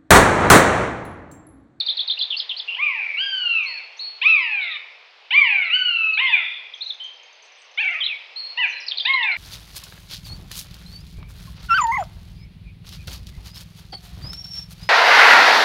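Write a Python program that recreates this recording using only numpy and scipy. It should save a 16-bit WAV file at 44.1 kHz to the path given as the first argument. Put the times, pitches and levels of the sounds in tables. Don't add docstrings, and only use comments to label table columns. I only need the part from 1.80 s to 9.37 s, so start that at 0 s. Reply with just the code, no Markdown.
import sys
import numpy as np
from scipy import signal
from scipy.io import wavfile
from scipy.ndimage import uniform_filter1d, map_coordinates

SR = 44100
rng = np.random.default_rng(int(sys.argv[2]) if len(sys.argv) > 2 else 0)


def transcribe(u):
    v = np.clip(np.atleast_2d(u).T, -1, 1)
    q = np.round(v * 32767).astype(np.int16)
    wavfile.write(sys.argv[1], SR, q)


N = 333837

# f/Hz, relative spectral level/dB
RUSTLE_SPECTRUM = [(180, -40.5), (320, -24), (450, -7), (900, -3.5), (1500, -8.5), (2500, 1), (5000, -10),
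                   (6300, -26), (8000, -41), (15000, -52.5)]
# t/s, level/dB
RUSTLE_LEVEL = [(1.501, -47), (3.398, -50), (5.702, -50.5), (6.599, -47)]
# f/Hz, T60/s
TREE_T60 = [(500, 0.15), (1200, 0.85), (2400, 0.9), (4200, 0.69), (6500, 0.22)]
# t/s, duration/s, f/Hz, level/dB, scoop and quiver as fractions of f
WHISTLES = [(1.858, 0.2, 4360, -31, 0.11, 0.012), (2.19, 0.15, 4340, -29, 0.23, 0.011),
            (4.465, 0.38, 3482, -29, 0.066, 0.035), (5.198, 0.13, 3127, -32, 0.032, 0.019),
            (6.558, 0.21, 4300, -29, 0.082, 0.012), (6.92, .15, 4130, -38.5, .04, 0.016),
            (7.0, 0.07, 4850, -37.5, -0.33, .01), (7.195, 0.11, 4606, -37, -0.19, 0.0055)]
# t/s, duration/s, start f/Hz, end f/Hz, level/dB
BUZZES_AND_RASP = [(.502, .05, 3610, 2550, -25), (.692, 0.036, 3600, 2743, -26.5),
                   (.872, 0.1, 2720, 2850, -30), (1.0, 0.42, 2656, 2158, -30.5),
                   (2.8, .18, 3690, 3580, -35), (6.87, 0.063, 6120, 5690, -54.5)]
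# t/s, duration/s, start f/Hz, end f/Hz, level/dB
SLUR_NOTES = [(.372, 0.014, 2520, 2980, -32), (1.83, 0.019, 6520, 5650, -57.5),
              (2.165, 0.028, 5360, 6440, -54), (3.845, 0.039, 4320, 3850, -41.5),
              (4.33, 0.036, 4610, 3930, -37.5), (4.937, 0.0093, 3720, 3330, -32.5),
              (5.006, 0.029, 3370, 4300, -28.5), (5.63, 0.036, 8500, 8030, -75.5),
              (5.77, 0.073, 8300, 8050, -74), (6.202, 0.039, 3490, 3050, -23.5),
              (6.27, 0.086, 3060, 2203, -30), (7.083, 0.0069, 4820, 4220, -23),
              (7.197, 0.018, 2880, 3700, -24), (7.254, 0.01, 4030, 3470, -18.5),
              (7.271, .015, 3130, 3950, -26.5), (7.335, 0.0077, 3700, 4090, -22.5),
              (7.428, 0.0094, 3990, 3450, -23), (7.517, 0.0085, 3730, 4330, -30)]
# t/s, duration/s, foot f/Hz, peak f/Hz, level/dB
CHIRP_NOTES = [(.564, 0.043, 3080, 5070, -25.5), (.763, 0.043, 2906, 4930, -29.5),
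               (5.058, 0.055, 3370, 4290, -29.5), (6.234, .036, 3280, 4100, -22.5),
               (7.064, .022, 3890, 5570, -34.5), (7.112, 0.0098, 3160, 3720, -21.5),
               (7.172, 0.015, 3370, 4700, -23.5)]
# delay/s, duration/s, start f/Hz, end f/Hz, relative level/dB
TWITTER_MOTIF = [(.002, .02, 4790, 3565, -4), (0.024, 0.014, 3166, 3690, 0.5),
                 (0.036, .018, 4755, 3423, -1.5)]
# t/s, level/dB
TWITTER_ONSETS = [(-.036, -19), (.06, -20.5), (0.166, -21.5), (0.273, -20.5), (.386, -21)]
SOURCE_HARMONICS = [-0.78, -4.5, -10, -17, -17.5, -29]
# f/Hz, gain/dB
THROAT_RESPONSE = [(500, -54.5), (750, -34), (1050, -18), (1400, -22.5), (1750, -13), (2100, 1.5),
                   (2450, 10.5), (2900, -0.7), (3350, -12), (4000, -13.5), (4700, -14.5), (5500, -30),
                   (6500, -40.5), (8000, -70)]
# t/s, duration/s, top f/Hz, drop/Hz, sag/(Hz/s), hold time/s,
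# fall after the hold/(Hz/s), source level/dB, decay/(dB/s), tilt/(dB/harmonic)
THIN_CALLS = [(1.368, .683, 1615, 13, 1005, .41, 1456, -14, 26.5, -0.14),
              (3.899, 1, 1518, 222, 20, .47, 1740, -14.5, 34.5, -3.66)]
# t/s, duration/s, rise time/s, top f/Hz, drop/Hz, drop time/s, sag/(Hz/s),
# quaver as a fraction of f, source level/dB, swell at the top/dB, end change/dB, tilt/(dB/harmonic)
FULL_CALLS = [(0.964, .335, 0.074, 1215, 211, 0.11, 1680, 0.0003, -28, -0.5, -5.5, -5.5),
              (2.413, 0.56, 0.084, 1325, 268, 0.098, 1122, 0.00078, -21, 7, -4, -0.3),
              (3.505, 0.41, 0.08, 1193, 269.6, 0.073, 1024, 0, -16.5, 1, -2.5, -0.94),
              (4.372, 0.27, 0.063, 1070, 370.8, 0.11, 396, 0, -15.5, -3.3, -8.3, -2),
              (5.973, 0.24, .043, 863, 87.7, 0.0242, 1259, 0.048, -17.5, -1, -9.5, -2),
              (6.773, 0.11, 0.025, 993.6, 228, 0.051, 1950, 0.013, -10, -8.5, -22.5, -3.5),
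              (7.249, 0.3, 0.056, 1079, 460, .19, 140.5, 0, -18.5, 2.3, 2.5, -4.5)]


def gain_of(db):
    return 10 ** (np.asarray(db) / 20)


def unit_rms(x):
    return x / np.sqrt(np.mean(x ** 2) + 1e-20)


def at_frequency(table, hz):
    f, value = np.transpose(table)
    return np.interp(np.log(hz + 1), np.log(f + 1), value)


def add(mix, s, sound):
    part = mix[max(round(s * SR), 0):][:len(sound)]
    part += sound[:len(part)]


def wander(t, rate):
    knots = rng.standard_normal(4096)
    return map_coordinates(knots, [(t - t[0]) * rate], order=3, mode="wrap")


def fade(t, rise, fall):
    return np.sin(np.pi / 2 * np.clip(np.minimum((t - t[0]) / rise, (t[-1] - t) / fall), 0, 1)) ** 2


def leaves(patchy_db=1.24):
    frames, hz = N // 256 + 5, np.fft.rfftfreq(1024, 1 / SR)
    real, imag, patches = rng.standard_normal((3, frames, len(hz)))
    patches = uniform_filter1d(patches, size=16, axis=0)
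    patches = unit_rms(uniform_filter1d(patches, size=12, axis=1))
    spectra = (real + 1j * imag) * gain_of(at_frequency(RUSTLE_SPECTRUM, hz) + patchy_db * patches)
    level = gain_of(np.interp(np.arange(N) / SR, *np.transpose(RUSTLE_LEVEL)))
    return level * unit_rms(signal.istft(spectra.T, nperseg=1024, noverlap=768)[1][:N])


def trees(direct, near_db, far_db, near_t60):
    t = np.arange(2 * SR) / SR
    reflections_per_s = np.array([[900], [3000]])
    near, far = rng.standard_normal((2, len(t))) * (rng.random((2, len(t))) < reflections_per_s / SR)
    near = near * gain_of(-60 * t / near_t60) * (t > .003)
    hz, when, spectra = signal.stft(far * np.minimum(t / 0.017, 1), SR, nperseg=256)
    decay = gain_of(-60 * when / at_frequency(TREE_T60, hz)[:, None])
    far = signal.istft(spectra * decay, SR, nperseg=256)[1][:len(t)]
    echo = gain_of(near_db) * near / np.linalg.norm(near) + gain_of(far_db) * far / np.linalg.norm(far)
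    return direct + signal.fftconvolve(direct, echo)[:N]


def tiny_bird(first_s=4.947, last_s=6.105, hz=6200, db=-56, count=13):
    song = np.zeros(N)
    for s, (bend, force, leap) in zip(np.linspace(first_s, last_s, count), rng.standard_normal((count, 3))):
        note_hz, slur_hz = hz * (1 + 0.0073 * bend), hz * (.9 + 0.12 * leap)
        add(song, s, slur(0.01, .96 * note_hz, 1.02 * note_hz, db + 2 * force))
        add(song, s + .025, slur(0.025, 0.69 * slur_hz, 1.1 * slur_hz, db - 5))
    return song


def whistle(length, hz, db, scoop, quiver, decay_db=13):
    t = np.arange(0, length, 1 / SR)
    pitch = hz * (1 - scoop * np.exp(-t / 0.0064) + quiver * wander(t, 400))
    level = gain_of(db - decay_db * t / length) * fade(t, 0.0064, 0.074)
    return np.sqrt(2) * level * np.sin(2 * np.pi * np.cumsum(pitch) / SR)


def rough_tone(length, start_hz, end_hz, db, trill_hz=190, swing=0.023, scatter=.045):
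    t = np.arange(0, length, 1 / SR)
    trill = np.sin(2 * np.pi * trill_hz * t)
    hz = np.linspace(start_hz, end_hz, len(t)) * (1 + swing * trill + scatter * wander(t, 900))
    throb = 1 + .5 * (trill + wander(t, trill_hz))
    carrier = np.sin(2 * np.pi * np.cumsum(hz) / SR)
    return gain_of(db) * unit_rms(throb * carrier * fade(t, 0.11 * length, 0.2 * length))


def bird_tone(t, hz, shape_db):
    phase = 2 * np.pi * np.cumsum(hz * (1 + 0.023 * wander(t, 400))) / SR
    return unit_rms(gain_of(shape_db) * np.sin(phase) * fade(t, 0.15 * t[-1], 0.076 * t[-1]))


def slur(length, start_hz, end_hz, db, ease=1.6, taper_db=-7):
    t = np.arange(0, length, 1 / SR)
    hz = end_hz + (start_hz - end_hz) * (1 - t / length) ** ease
    return gain_of(db) * bird_tone(t, hz, taper_db * (2 * t / length - 1) ** 2)


def chirp(length, foot_hz, peak_hz, db, climb=.64, bow=0.33, peak_db=-16, grow_db=1):
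    t = np.arange(0, length, 1 / SR)
    height = np.interp(t / length, [0, climb, 1], [0, 1, 0]) ** np.where(t < climb * length, bow, 1)
    hz = foot_hz + (peak_hz - foot_hz) * height
    return gain_of(db) * bird_tone(t, hz, peak_db * height ** 2 + grow_db * t / length)


def twitters():
    song = np.zeros(N)
    for s, db in TWITTER_ONSETS:
        for delay, length, start_hz, end_hz, note_db in TWITTER_MOTIF:
            if s + delay > -length / 2:
                add(song, s + delay, slur(length, start_hz, end_hz, db + note_db))
    return song


def pitch_arch(t, rise_s, top_hz, scoop, drop_hz, drop_s, sag_hz_per_s, ease_s=.05):
    after = np.maximum(t - rise_s, 0)
    climb = 1 - scoop * np.maximum(1 - t / rise_s, 0) ** 2
    drop = drop_hz * (1 - np.exp(-(after / drop_s) ** 2))
    sag = sag_hz_per_s * after ** 2 / (after + ease_s)
    return top_hz * climb - drop - sag


def buzzard_voice(t, hz, effort_db, tilt_db, jitter=0.0036, slack_jitter=0.0035, flutter_db=3, rasp_db=-30):
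    slack = 1 - hz / hz.max()
    hz = abs(hz) * (1 + jitter * wander(t, 128.15) + slack_jitter * slack * wander(t, 330))
    phase = 2 * np.pi * np.cumsum(hz) / SR
    tilt = tilt_db + 0.082 * (effort_db - effort_db.mean()) - 3 * (slack - slack.mean())
    bite_hz, bite_width_hz, bite_db, bite_s = 3433, 594, 19.5, 0.051
    stack = np.zeros(len(t))
    for k, source_db in enumerate(SOURCE_HARMONICS, 1):
        bite = bite_db * np.exp(-(t / bite_s) ** 2 - ((k * hz - bite_hz) / bite_width_hz) ** 2)
        flutter = flutter_db * max(abs(k - 2), .5) ** .5 * wander(t, 70)
        rasp = 1 + gain_of(rasp_db) * k / 2 * wander(t, 1100)
        throat_db = at_frequency(THROAT_RESPONSE, k * hz)
        level_db = effort_db + source_db + throat_db + (k - 2.5) * tilt + bite + flutter
        stack += gain_of(level_db) * rasp * np.sin(k * phase)
    return np.sqrt(2) * stack * fade(t, rise=0.0052, fall=0.0041)


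def thin_mew(length, top_hz, drop_hz, sag_hz_per_s, hold_s, fall_hz_per_s, db, decay_db_per_s, tilt_db):
    rise_s, scoop, drop_s, onset_db = .073, .22, .168, -20
    give_way_s, give_way_db = 0.062, -12
    t = np.arange(0, length, 1 / SR)
    spent = np.maximum(t - hold_s, 0)
    hz = pitch_arch(t, rise_s, top_hz, scoop, drop_hz, drop_s, sag_hz_per_s)
    onset = onset_db * np.maximum(1 - t / rise_s, 0) ** 2
    decay = decay_db_per_s * np.maximum(t - spent - rise_s, 0)
    give_way = give_way_db * np.minimum(spent / give_way_s, 1)
    return buzzard_voice(t, hz - fall_hz_per_s * spent, db + onset - decay + give_way, tilt_db)


def full_mew(length, rise_s, top_hz, drop_hz, drop_s, sag_hz_per_s, quaver, db, swell_db, end_db, tilt_db):
    scoop_per_s, quaver_hz, swell_s = 5.3, 18.5, 0.04
    t = np.arange(0, length, 1 / SR)
    hz = pitch_arch(t, rise_s, top_hz, scoop_per_s * rise_s, drop_hz, drop_s, sag_hz_per_s)
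    vibrato = quaver * np.minimum(t / rise_s, 1) ** 2 * np.cos(2 * np.pi * quaver_hz * (t - rise_s))
    swell = swell_db * np.exp(-((t - rise_s) / swell_s) ** 2)
    ending = end_db * (t / length) ** 5.8
    return buzzard_voice(t, hz * (1 + vibrato), db + swell + ending, tilt_db)


def scene():
    buzzards, midground, far_birds = np.zeros(N), twitters(), tiny_bird()
    for table, sing, track in ((FULL_CALLS, full_mew, buzzards), (THIN_CALLS, thin_mew, buzzards),
                               (CHIRP_NOTES, chirp, midground), (SLUR_NOTES, slur, midground),
                               (BUZZES_AND_RASP, rough_tone, midground), (WHISTLES, whistle, far_birds)):
        for s, *note in table:
            add(track, s, sing(*note))
    close = trees(buzzards, near_db=-8, far_db=-12.5, near_t60=0.29)
    further = trees(midground, near_db=-4.5, far_db=-17.5, near_t60=0.18)
    furthest = trees(far_birds, near_db=-5.0, far_db=-9, near_t60=0.24)
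    return (close + further + furthest + leaves())[None]


def record(dry):
    lowpass = signal.firwin(511, cutoff=15700, window=("kaiser", 9), fs=SR)
    return signal.oaconvolve(dry, lowpass[None], "same")


dry = scene()
out = record(dry)
transcribe(out)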